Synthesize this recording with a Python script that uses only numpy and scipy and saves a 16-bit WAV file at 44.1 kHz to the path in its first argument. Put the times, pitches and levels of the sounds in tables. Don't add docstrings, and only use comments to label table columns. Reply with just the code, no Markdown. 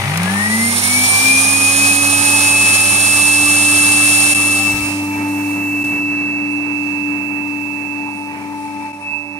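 import sys
import numpy as np
from scipy import signal
from scipy.fft import rfft, irfft
from scipy.io import wavfile
from scipy.ndimage import uniform_filter1d, minimum_filter1d, map_coordinates

SR = 44100
rng = np.random.default_rng(int(sys.argv[2]) if len(sys.argv) > 2 else 0)


def generate_wav(sig):
    pcm = np.round(np.clip(np.atleast_2d(sig).T, -1, 1) * 32767).astype(np.int16)
    wavfile.write(sys.argv[1], SR, pcm)


N = 414099
TIME = np.arange(N) / SR
FREQ = np.arange(N // 2 + 1) * SR / N
HUM_HZ = 100.05

# time in seconds, place from 0 (in front of the inlet) to 1 (behind the jar),
# level change with distance in dB.
CAMERA = [(0, 0.25, 0.5), (4.6, 0.24, 1.5), (5.1, 0.83, 3), (6.15, 1, 1.1), (6.9, 0.87, 0), (7.5, 0.87, -2),
          (8.87, 0.77, -3.5), (8.94, 0.84, -6.5), (9.38, 0.74, -7)]
# centre in Hz, half width in Hz,
# left and right boost in dB.
ROOM = [(114, 15, -9, -13), (158, 4, -3, -5), (169, 37, 3, 7), (187, 5, 0, 0), (207, 4, -5, -3),
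        (227, 12, 3, 7), (242, 5.4, -6.5, -6), (260, 3.5, -16.5, -9), (274.4, 4.5, -12, 0.5),
        (505, 15, -8, -10), (565, 29, 3, 3.5), (775, 26, 7.5, 6), (864, 8.9, 6.5, 6), (1930, 10, -5, -10),
        (2150, 22, -5, 1), (2175, 6.7, -18, -19), (2385, 6.4, 2, -8)]


def amp(db):
    return 10 ** (np.asarray(db) / 20)


def curve(table):
    s, *columns = np.transpose(table)
    return np.array([np.interp(TIME, s, c) for c in columns])


def humps(x, table):
    return sum(np.outer(heights, np.exp(-((x - centre) / width) ** 2)) for centre, width, *heights in table)


def swells(table):
    return sum(amp(db) * np.exp(-((TIME - s) / width) ** 2) for s, db, width in table)


def bursts(table, rise_s):
    envelope = 0
    for s, db, decay in table:
        rise = np.clip((TIME - s) / rise_s + .5, 0, 1)
        envelope = envelope + amp(db) * rise * np.exp(-np.abs(TIME - s) / decay)
    return envelope


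def walk(rate):
    k = int(SR / rate)
    held = np.repeat(rng.standard_normal(N // k + 1), k)
    slow = uniform_filter1d(uniform_filter1d(held, k), k)[:N]
    return slow / slow.std()


def band(x, low_hz, high_hz):
    return signal.sosfilt(signal.butter(2, [low_hz, high_hz], "band", fs=SR, output="sos"), x)


def spectrum(table, peaks=()):
    hz, *sides = np.transpose(table)
    db = np.array([np.interp(np.log(FREQ + 1), np.log(hz), side) for side in sides])
    db = db + humps(FREQ, peaks)
    low_cut = FREQ / np.hypot(FREQ, 30)
    return amp(db) * np.sqrt(SR / 2) * low_cut


def ports(source, gains, lag_ms, alike_hz):
    direct = 1 / (1 + (FREQ / alike_hz) ** 2)
    delay = np.exp(-1j * np.pi * np.outer([1, -1], FREQ) * lag_ms / 1000)
    diffuse = rfft(rng.standard_normal((2, N)))
    return irfft(gains * (np.sqrt(direct) * delay * rfft(source) + np.sqrt(1 - direct) * diffuse), N)


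def shaft_speed():
    top_hz, sag_hz_per_s = 297.5, .65
    kick_hz, kick_s, climb_hz, climb_s = 38.8, .1563, 146.25, .8245
    return top_hz - kick_hz * np.exp(-TIME / kick_s) - climb_hz * np.exp(-TIME / climb_s) - sag_hz_per_s * TIME


def spin(speed, power):
    return (speed / speed.max()) ** power


def inrush():
    start_db, hold_s, fall_db_per_s = -1.5, 0.31, 23
    return amp(start_db - fall_db_per_s * np.maximum(TIME - hold_s, 0))


def brushes(depth, lopsided, regular):
    # frequency in Hz, relative left and right density in dB.
    spark_density = [(59.7, -40, -66), (302, -72, -71), (800, -53.5, -52.5), (1490, -55.5, -60),
                     (2090, -49, -79.5), (3200, -58.5, -65), (4230, -66.5, -66), (7000, -90, -73),
                     (11900, -79, -79), (15600, -91, -90)]
    rattle = np.resize(rng.standard_normal(round(SR / HUM_HZ)), N)
    source = np.sqrt(regular) * rattle + np.sqrt(1 - regular) * rng.standard_normal(N)
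    sparks = band(ports(source, spectrum(spark_density), lag_ms=0.17, alike_hz=3480), 220, 18000)
    mains = np.pi * HUM_HZ * TIME
    return sparks * (1 + depth * np.cos(2 * mains) + lopsided * np.cos(mains)) * inrush()


def motor(turns, speed, front_lag_ms, behind_lag_ms, waver_db, unbalance):
    # time in seconds, left and right level in dB before the room.
    drone_path = [(1.2, -22.5, -26.5), (2.3, -26.5, -23), (2.8, -36.5, -29), (3.45, -25, -23),
                  (4.8, -24.5, -25), (5.2, -19, -20), (6.1, -21, -24.5), (7.1, -21, -24.5),
                  (7.7, -23.5, -30.5), (8.82, -27, -35.5), (9.03, -42, -37), (9.38, -36.5, -29.5)]
    # time in seconds, mean left and right level in dB.
    hum_path = [(0, -24.5, -28), (.6, -30.5, -33.5), (5.2, -32.5, -33.5), (6.3, -42, -40.5),
                (9.38, -48, -48.5)]
    # time in seconds, relative left and right dB.
    third_order = [(1.4, -39, -37.5), (2.3, -37.5, -36), (3.5, -36, -34), (4.7, -42, -41),
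                   (5.25, -31.5, -29.5), (6, -53, -52), (6.5, -47, -40.5), (7.9, -39.5, -38.5),
                   (8.15, -34.5, -32.5), (8.85, -31.5, -30.5), (9.15, -50, -36)]
    # time in seconds, relative level in dB.
    second_order = [(1.3, -40), (4.5, -43), (5.2, -51), (6.2, -53), (8.4, -53), (8.9, -49.5), (9.38, -47)]
    # multiple of the hum, relative level in dB.
    core_buzz = [(2, -43), (3, -39.5), (4, -44), (8, -43), (12, -44)]
    # shaft multiple, hum multiple, relative dB in front, relative dB behind.
    motor_lines = [(0, 2, -36, -40.5), (0, 4, -56.5, -52.5), (0, 12, -43, -58), (1, 1, -40.5, -69),
                   (2, 1, -51.5, -53), (2, 2, -43, -62.5), (3, 1, -51, -50), (4, 0, -36, -59),
                   (8, 0, -60, -57)]

    behind, distance_db = curve(CAMERA)
    lag_ms = front_lag_ms + behind * (behind_lag_ms - front_lag_ms)
    lag = np.outer([-1, 1], lag_ms) / 2000  # seconds, half on each side
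    shaft = 2 * np.pi * (turns + speed * lag)
    mains = 2 * np.pi * HUM_HZ * (TIME + lag)
    shake = spin(speed, unbalance)

    out = amp(curve(drone_path) + humps(speed, ROOM) + 0.83 * walk(15)) * np.sin(shaft)
    out += amp(curve(hum_path) + 0.4 * walk(25)) * np.sin(mains)
    out += amp(curve(third_order) + humps(3 * speed, ROOM) + 1.3 * walk(70)) * shake * np.sin(3 * shaft)
    out += amp(curve(second_order) + humps(2 * speed, ROOM) + 1.6 * walk(35)) * shake * np.sin(2 * shaft)
    out += inrush() * sum(amp(db + 2 * walk(8.9)) * np.sin(order * mains) for order, db in core_buzz)
    for shaft_order, hum_order, front_db, behind_db in motor_lines:
        gain = amp(distance_db + front_db + behind * (behind_db - front_db))
        if shaft_order:
            hz = shaft_order * speed + hum_order * HUM_HZ
            gain = gain * amp(waver_db * walk(35) + humps(hz, ROOM)) * shake
        out += gain * np.sin(shaft_order * shaft + hum_order * mains)
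    return np.sqrt(2) * out


def exhaust(gust_db):
    # frequency in Hz, relative left and right density in dB.
    exhaust_density = [(35, -78, -82), (100, -79, -78), (198, -61, -63), (587, -72, -77.5),
                       (906, -66.5, -67), (1370, -72.5, -73.5), (2640, -84, -67), (3150, -85, -86.5),
                       (4040, -89, -81.5), (6100, -80.5, -85.5), (7200, -94, -86.5), (10500, -93, -87.5),
                       (12500, -91, -102), (15500, -97, -112)]
    # centre in Hz, half width in Hz, left and right boost in dB.
    exhaust_peaks = [(1110, 65, -6, -1.5), (1420, 75, -2.5, -4), (1790, 130, 0, 1.5), (2312, 69, -10, 9),
                     (4200, 330, 5, 1.5), (5960, 300, 0.5, 0.5), (9300, 850, 1, 5.5), (14600, 350, 6, 7)]
    behind, distance_db = curve(CAMERA)
    body_db = 2.5 + distance_db
    treble_db = 10 + 1.2 * distance_db - 9.5 * behind
    gains = spectrum(exhaust_density, exhaust_peaks)
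    treble = 1 / (1 + (3000 / (FREQ + 1)) ** 8)
    body = ports(rng.standard_normal(N), gains * np.sqrt(1 - treble), lag_ms=-0.19, alike_hz=1500)
    hiss = ports(rng.standard_normal(N), gains * np.sqrt(treble), lag_ms=-0.15, alike_hz=1200)
    return body * amp(body_db + gust_db * walk(14)) + hiss * amp(treble_db + 0.99 * walk(11))


def past_jar(gains):
    # frequency in Hz, left lead in radians, share in common from 0 to 1.
    rush_path = [(35, 0, 1), (500, -0.7, 0.9), (1000, -1.2, .85), (1440, -1.74, 0.75), (2000, -3.5, 1),
                 (2220, -3, 0.53), (2580, 2, 0.4), (3030, 0, 0.78), (3420, 0, 0.65), (3920, -2, 0.14),
                 (4350, -2.5, 0.43), (5250, -5, 0.8), (7400, -5, 0), (8830, -3.4, 0), (8980, -6, 0.95),
                 (9770, -3.5, 0.13), (15500, -0.5, 0)]
    hz, *columns = np.transpose(rush_path)
    lead, common = (np.interp(FREQ, hz, c) for c in columns)
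    direct = np.exp(.5j * np.outer([1, -1], lead)) * rfft(rng.standard_normal(N))
    diffuse = rfft(rng.standard_normal((2, N)))
    return irfft(gains * (np.sqrt(common) * direct + np.sqrt(1 - common) * diffuse), N)


def rush_level(speed):
    # time in seconds, level change in dB.
    jar_shadow = [(4.3, -1), (4.36, -5.5), (4.56, -5.5), (4.63, -8), (4.86, -12.5), (5.08, -24.5),
                  (5.5, -29), (5.72, -39), (5.87, -26), (6.0, -43), (6.2, -45), (7.7, -41.5), (8.7, -33),
                  (9.38, -40)]
    choke_hz, power, full_db, idle_db = 253.8, 6.36, -0.17, -20
    flow = np.hypot(amp(idle_db), amp(full_db) * np.minimum(speed / choke_hz, 1) ** power)
    return flow * amp(curve(jar_shadow))


def slide(pair, place):
    return np.array([map_coordinates(side, [place], order=5, mode="mirror") for side in pair])


def inlet(turns, speed, gust_db, flicker_db, shade_hz, shade):
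    # frequency in Hz, relative left and right density in dB.
    rush_density = [(35, -82, -71), (100, -58, -63), (200, -65, -64.5), (493, -68, -60),
                    (814, -56.5, -58.5), (1650, -53.5, -54), (2080, -54, -54.5), (2190, -53.5, -64),
                    (3280, -56.5, -58), (4500, -60.5, -59.5), (8100, -58, -54), (12560, -64.5, -62),
                    (13750, -69, -72.5), (15500, -70, -69)]
    # centre in Hz, half width in Hz, left and right boost in dB.
    hose_modes = [(500, 70, -6, 0), (1000, 73, -12, -5.5), (1436, 140, -8.5, -7.5), (1600, 150, 2, 1.5),
                  (3040, 250, -2.5, -1), (4110, 300, 4, 3.5)]
    inlet_peaks = [(5030, 340, 4.5, 5), (5720, 154, 5.5, 4), (6590, 260, 0, 5.5), (8755, 290, 3, 8),
                   (9270, 407, 2.5, 17.5), (10290, 460, -1, 11.5), (11250, 210, 6, 9)]
    off_axis = [(5400, 800, 5.5, 6.5), (9600, 860, -1, 7.5), (15000, 2000, 6, 7)]
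    # shaft multiple,
    # resonance in Hz, half width in Hz, relative left and right level in dB.
    inlet_tones = [(22, 5830, 280, -33, -31), (23, 6760, 97, -43, -41), (24, 6630, 220, -42, -25.5),
                   (26, 7630, 440, -50, -28)]
    # time in seconds, share aimed at them from 0 to 1,
    # delay of the jar wall's reflection in milliseconds, its strength from 0 to 1.
    inlet_aim = [(0, 0.65, 0.25, 0.17), (1.1, 0.38, 0.22, 0.1), (1.28, 0.3, 0.25, 0.24),
                 (1.34, 0.93, 0.2, 0.06), (4.54, 1, 0.21, 0), (4.62, 0.3, 0.37, 0), (4.74, 0.08, 0.52, 0.3),
                 (4.83, 0.3, 0.414, 0.3), (4.88, 0.35, 0.44, 0.2), (5.05, 0.27, .31, 0),
                 (9.38, 0.02, 0.21, 0.3)]
    # time in seconds, shift in percent.
    hiss_shift = [(.4, 1.5), (.95, 3), (1.1, 0), (4.3, 0), (4.5, 1.5), (4.7, -2.5), (5.0, -4), (5.25, 0.5),
                  (5.5, 1), (6, 0)]

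    aim, delay_ms, strength = curve(inlet_aim)
    place = np.cumsum(1 + curve(hiss_shift)[0] / 100)
    beamed = slide(past_jar(spectrum(rush_density, hose_modes + inlet_peaks)), place)
    scattered = slide(past_jar(spectrum(rush_density, hose_modes + off_axis)), place)
    air = np.sqrt(aim) * beamed + np.sqrt(1 - aim) * scattered
    for multiple, centre_hz, width_hz, *sides_db in inlet_tones:
        ringing = np.exp(-((multiple * speed - centre_hz) / width_hz) ** 2)
        tone = amp(2 * walk(40.1)) * ringing * np.sin(2 * np.pi * multiple * turns)
        air += np.sqrt(2) * np.outer(amp(sides_db), tone)
    echo = np.array([np.interp(TIME - delay_ms / 1000, TIME, side) for side in air])
    air = (air + strength * echo) / np.hypot(1, strength)
    top = irfft(rfft(air) / (1 + (shade_hz / (FREQ + 1)) ** 16), N)
    air -= shade * curve(CAMERA)[0] ** 2 * top
    return air * rush_level(speed) * amp(gust_db * walk(7.22) + flicker_db * walk(60))


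def knocks(body_hz, rustle):
    # time in seconds, level in dB, decay in seconds.
    chip_ticks = [(.174, -11, 0.0028), (.232, -15, .003), (5.845, -33, .015)]
    # time in seconds, level in dB, decay in seconds.
    hand_bumps = [(4.742, -15, 0.011), (4.777, -27, .012), (4.825, -31, 0.016), (5.837, -27, .009)]
    tick_rise_s, bump_rise_s = .002, 0.008
    ticks = band(rng.standard_normal((2, N)), 1500, 11600)
    ticks = ticks / ticks.std() * bursts(chip_ticks, tick_rise_s)
    knock = 0
    for bump in hand_bumps:
        knock = knock + bursts([bump], bump_rise_s) * np.sin(2 * np.pi * body_hz * (TIME - bump[0]))
    rub = band(rng.standard_normal(N), 40, 130)
    return ticks - knock + rustle * rub / rub.std() * bursts(hand_bumps, bump_rise_s)


def fan_whine(turns, speed, flutter_db, glide_flutter_db, swing_flutter_db, flutter_hz, buzz):
    # time in seconds, left and right level in dB before
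    whine_path = [(.3, -20, -37, 2), (.4, -17, -23, 3), (.55, -19, -26, 4), (.8, -20.5, -27, 3.5),
                  (.92, -16.5, -27, 3.5), (1.0, -12.5, -19, 4), (1.22, -11.5, -20.5, 1.5),
                  (1.5, -14, -25, 0), (1.9, -13.5, -18, 1), (2.15, -19, -20, 0.5), (2.65, -10.5, -15, -0.5),
                  (3.25, -14, -13, 0.15), (4.0, -11.5, -21, 0.45), (4.71, -13.5, -26, 0.5),
                  (4.93, -31, -30, -2.5), (5.38, -30.5, -25, 1), (5.85, -21, -18, 0.7),
                  (6.3, -23.5, -19, 1.5), (7.0, -49, -19, 3), (7.97, -44, -22, 7), (8.3, -41, -29, 9.5),
                  (8.65, -35.5, -62, 10.5), (9.02, -29, -43, 14.5), (9.08, -23, -24, 14),
                  (9.14, -33, -16, 14), (9.25, -39, -27.5, 14.5)]
    # time in seconds, half width in seconds,
    # left and right boost in dB.
    whine_nodes = [(2.9, 0.22, -2.5, -7.5), (4.55, 0.073, -1.5, 8.5), (4.64, 0.025, -1.5, -4),
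                   (4.71, 0.04, 1, 6), (4.785, 0.037, -1, -17), (4.86, 0.045, 3, 9.5),
                   (4.93, 0.045, -3, 10), (5.0, .03, 4, 2), (5.15, .04, 6, -2), (7.55, 0.15, 8, -1),
                   (8.42, .05, 0, -1), (8.955, 0.016, -4, 5), (8.992, 0.018, -18, -9)]
    onset_hz, onset_width_hz = 184, 6.4
    left_db, right_db, lead = curve(whine_path)
    glide = np.clip(np.gradient(speed) * SR / 14, 0, 1)
    swing = np.clip(np.abs(np.gradient(curve(CAMERA)[0])) * SR, 0, 1)
    depth_db = flutter_db + glide_flutter_db * glide + swing_flutter_db * swing
    flutter = depth_db * np.array([walk(flutter_hz), walk(flutter_hz)])
    blade = 2 * np.pi * 9 * turns
    torque = 1 + buzz * np.sin(2 * np.pi * HUM_HZ * TIME)
    onset = .5 + .5 * np.tanh((speed - onset_hz) / (2 * onset_width_hz))
    level_db = np.array([left_db, right_db]) + humps(9 * speed, ROOM) + humps(TIME, whine_nodes) + flutter
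    return np.sqrt(2) * amp(level_db) * onset * torque * np.sin([blade + lead / 2, blade - lead / 2])


def whistle(hz, width_hz, left_db):
    # time in seconds, level in dB before the left side's cut, half width in seconds.
    beam_flares = [(.65, -18, 0.068), (1.1, -9, 0.023), (5.3, -42, 0.17), (5.52, -38, 0.065),
                   (5.88, -50, .06), (6.53, -42, .04), (8.17, -44.5, .08), (8.62, -44, .05),
                   (9.02, -44, .022)]
    ring = band(rng.standard_normal((2, N)), hz - width_hz / 2, hz + width_hz / 2)
    return ring / ring.std() * swells(beam_flares) * amp([[left_db], [0]])


def housing(hz, width_hz, lump_db, lump_hz):
    # time in seconds, mean level in dB.
    flutter_path = [(.7, -39.5), (1.15, -34), (1.5, -38), (5.2, -48), (6.5, -49), (7.8, -45), (8.45, -41.5),
                    (8.85, -44), (9.05, -44)]
    # time in seconds, level in dB, half width in seconds.
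    strong_puffs = [(1.09, -29, .02), (7.47, -41, .02), (8.085, -34, .022), (8.82, -38, .025)]
    air = ports(rng.standard_normal(N), 1, lag_ms=-0.17, alike_hz=2500)
    ring = band(air, hz - width_hz / 2, hz + width_hz / 2)
    return ring / ring.std() * (amp(curve(flutter_path) + lump_db * walk(lump_hz)) + swells(strong_puffs))


def bearing(turns, speed, waver_db, waver_hz):
    # multiple of the ball-pass rate, relative dB in front, relative dB behind,
    # left lead in radians.
    bearing_tones = [(3, -33.5, -56, 0.84), (5, -32, -57, 2.4)]
    ball_passes_per_turn = 1.47
    onset_hz, onset_width_hz = 258, 13
    behind, distance_db = curve(CAMERA)
    onset = .5 + .5 * np.tanh((speed - onset_hz) / onset_width_hz)
    out = 0
    for order, front_db, behind_db, lead in bearing_tones:
        gain = amp(distance_db + front_db + behind * (behind_db - front_db) + waver_db * walk(waver_hz))
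        phase = 2 * np.pi * order * ball_passes_per_turn * turns
        out = out + gain * np.sin([phase + lead / 2, phase - lead / 2])
    return np.sqrt(2) * onset * out


def leak(waver_db):
    # frequency in Hz, relative left and right density in dB.
    leak_density = [(2500, -110, -115), (5000, -84, -98), (6500, -78, -86), (8000, -79, -94),
                    (9300, -79, -90), (10400, -83, -95), (11800, -74, -95), (13400, -84, -104),
                    (15500, -81, -106)]
    # time in seconds, level change in dB.
    leak_nearness = [(4.5, -20), (4.72, 7), (4.95, 1), (5.5, 2), (5.9, 3), (6.2, -12), (6.5, -12),
                     (7.4, -6.5), (7.8, -6.5), (7.95, -12), (8.6, -14), (9.0, -21)]
    hiss = irfft(spectrum(leak_density) * rfft(rng.standard_normal((2, N))), N)
    return hiss * amp(curve(leak_nearness) + waver_db * walk(15))


def handling(low_hz):
    # time in seconds, level in dB, half width in seconds, upper edge in Hz.
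    hand_rubs = [(4.785, -37.5, 0.09, 130), (5.96, -36, 0.064, 430)]
    out = 0
    for *swell, high_hz in hand_rubs:
        rub = band(rng.standard_normal(N), low_hz, high_hz)
        out = out + rub / rub.std() * swells([swell])
    return out


def scene():
    speed = shaft_speed()
    turns = np.cumsum(speed * (1 + 0.000298 * walk(12))) / SR
    tones = motor(turns, speed, front_lag_ms=0.24, behind_lag_ms=-0.26, waver_db=4.0, unbalance=2.6)
    tones += fan_whine(turns, speed, flutter_db=0.3, glide_flutter_db=1.73, swing_flutter_db=1.5,
                       flutter_hz=47.77, buzz=0.052)
    tones += bearing(turns, speed, waver_db=3.0, waver_hz=34.95)
    air = exhaust(gust_db=1.9)
    air += inlet(turns, speed, gust_db=0.57, flicker_db=0.76, shade_hz=11800, shade=0.55)
    air += whistle(hz=9150, width_hz=980, left_db=-13)
    air += housing(hz=909, width_hz=120, lump_db=4.0, lump_hz=24)
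    air += leak(waver_db=1.0)
    sparks = brushes(depth=0.19, lopsided=0.33, regular=0.18)
    return tones + air + sparks + knocks(body_hz=120, rustle=0.69) + handling(low_hz=50)


def limiter(x, ceiling, size):
    gain = np.minimum(1, ceiling / (np.abs(x) + 1e-9))
    return x * uniform_filter1d(minimum_filter1d(gain, size), size)


def record(dry):
    # time in seconds, depth in dB, half width in seconds.
    level_dips = [(4.343, -12.5, 0.0045), (5.836, -13, 0.0028), (8.925, -11, .004)]
    top_hz = 15700
    dip_db = sum(db * np.exp(-((TIME - s) / width) ** 2) for s, db, width in level_dips)
    held = limiter(dry * amp(dip_db), ceiling=0.88, size=45)
    return signal.sosfilt(signal.ellip(14, .1, 80, top_hz, fs=SR, output="sos"), held)


dry = scene()
out = record(dry)
generate_wav(out)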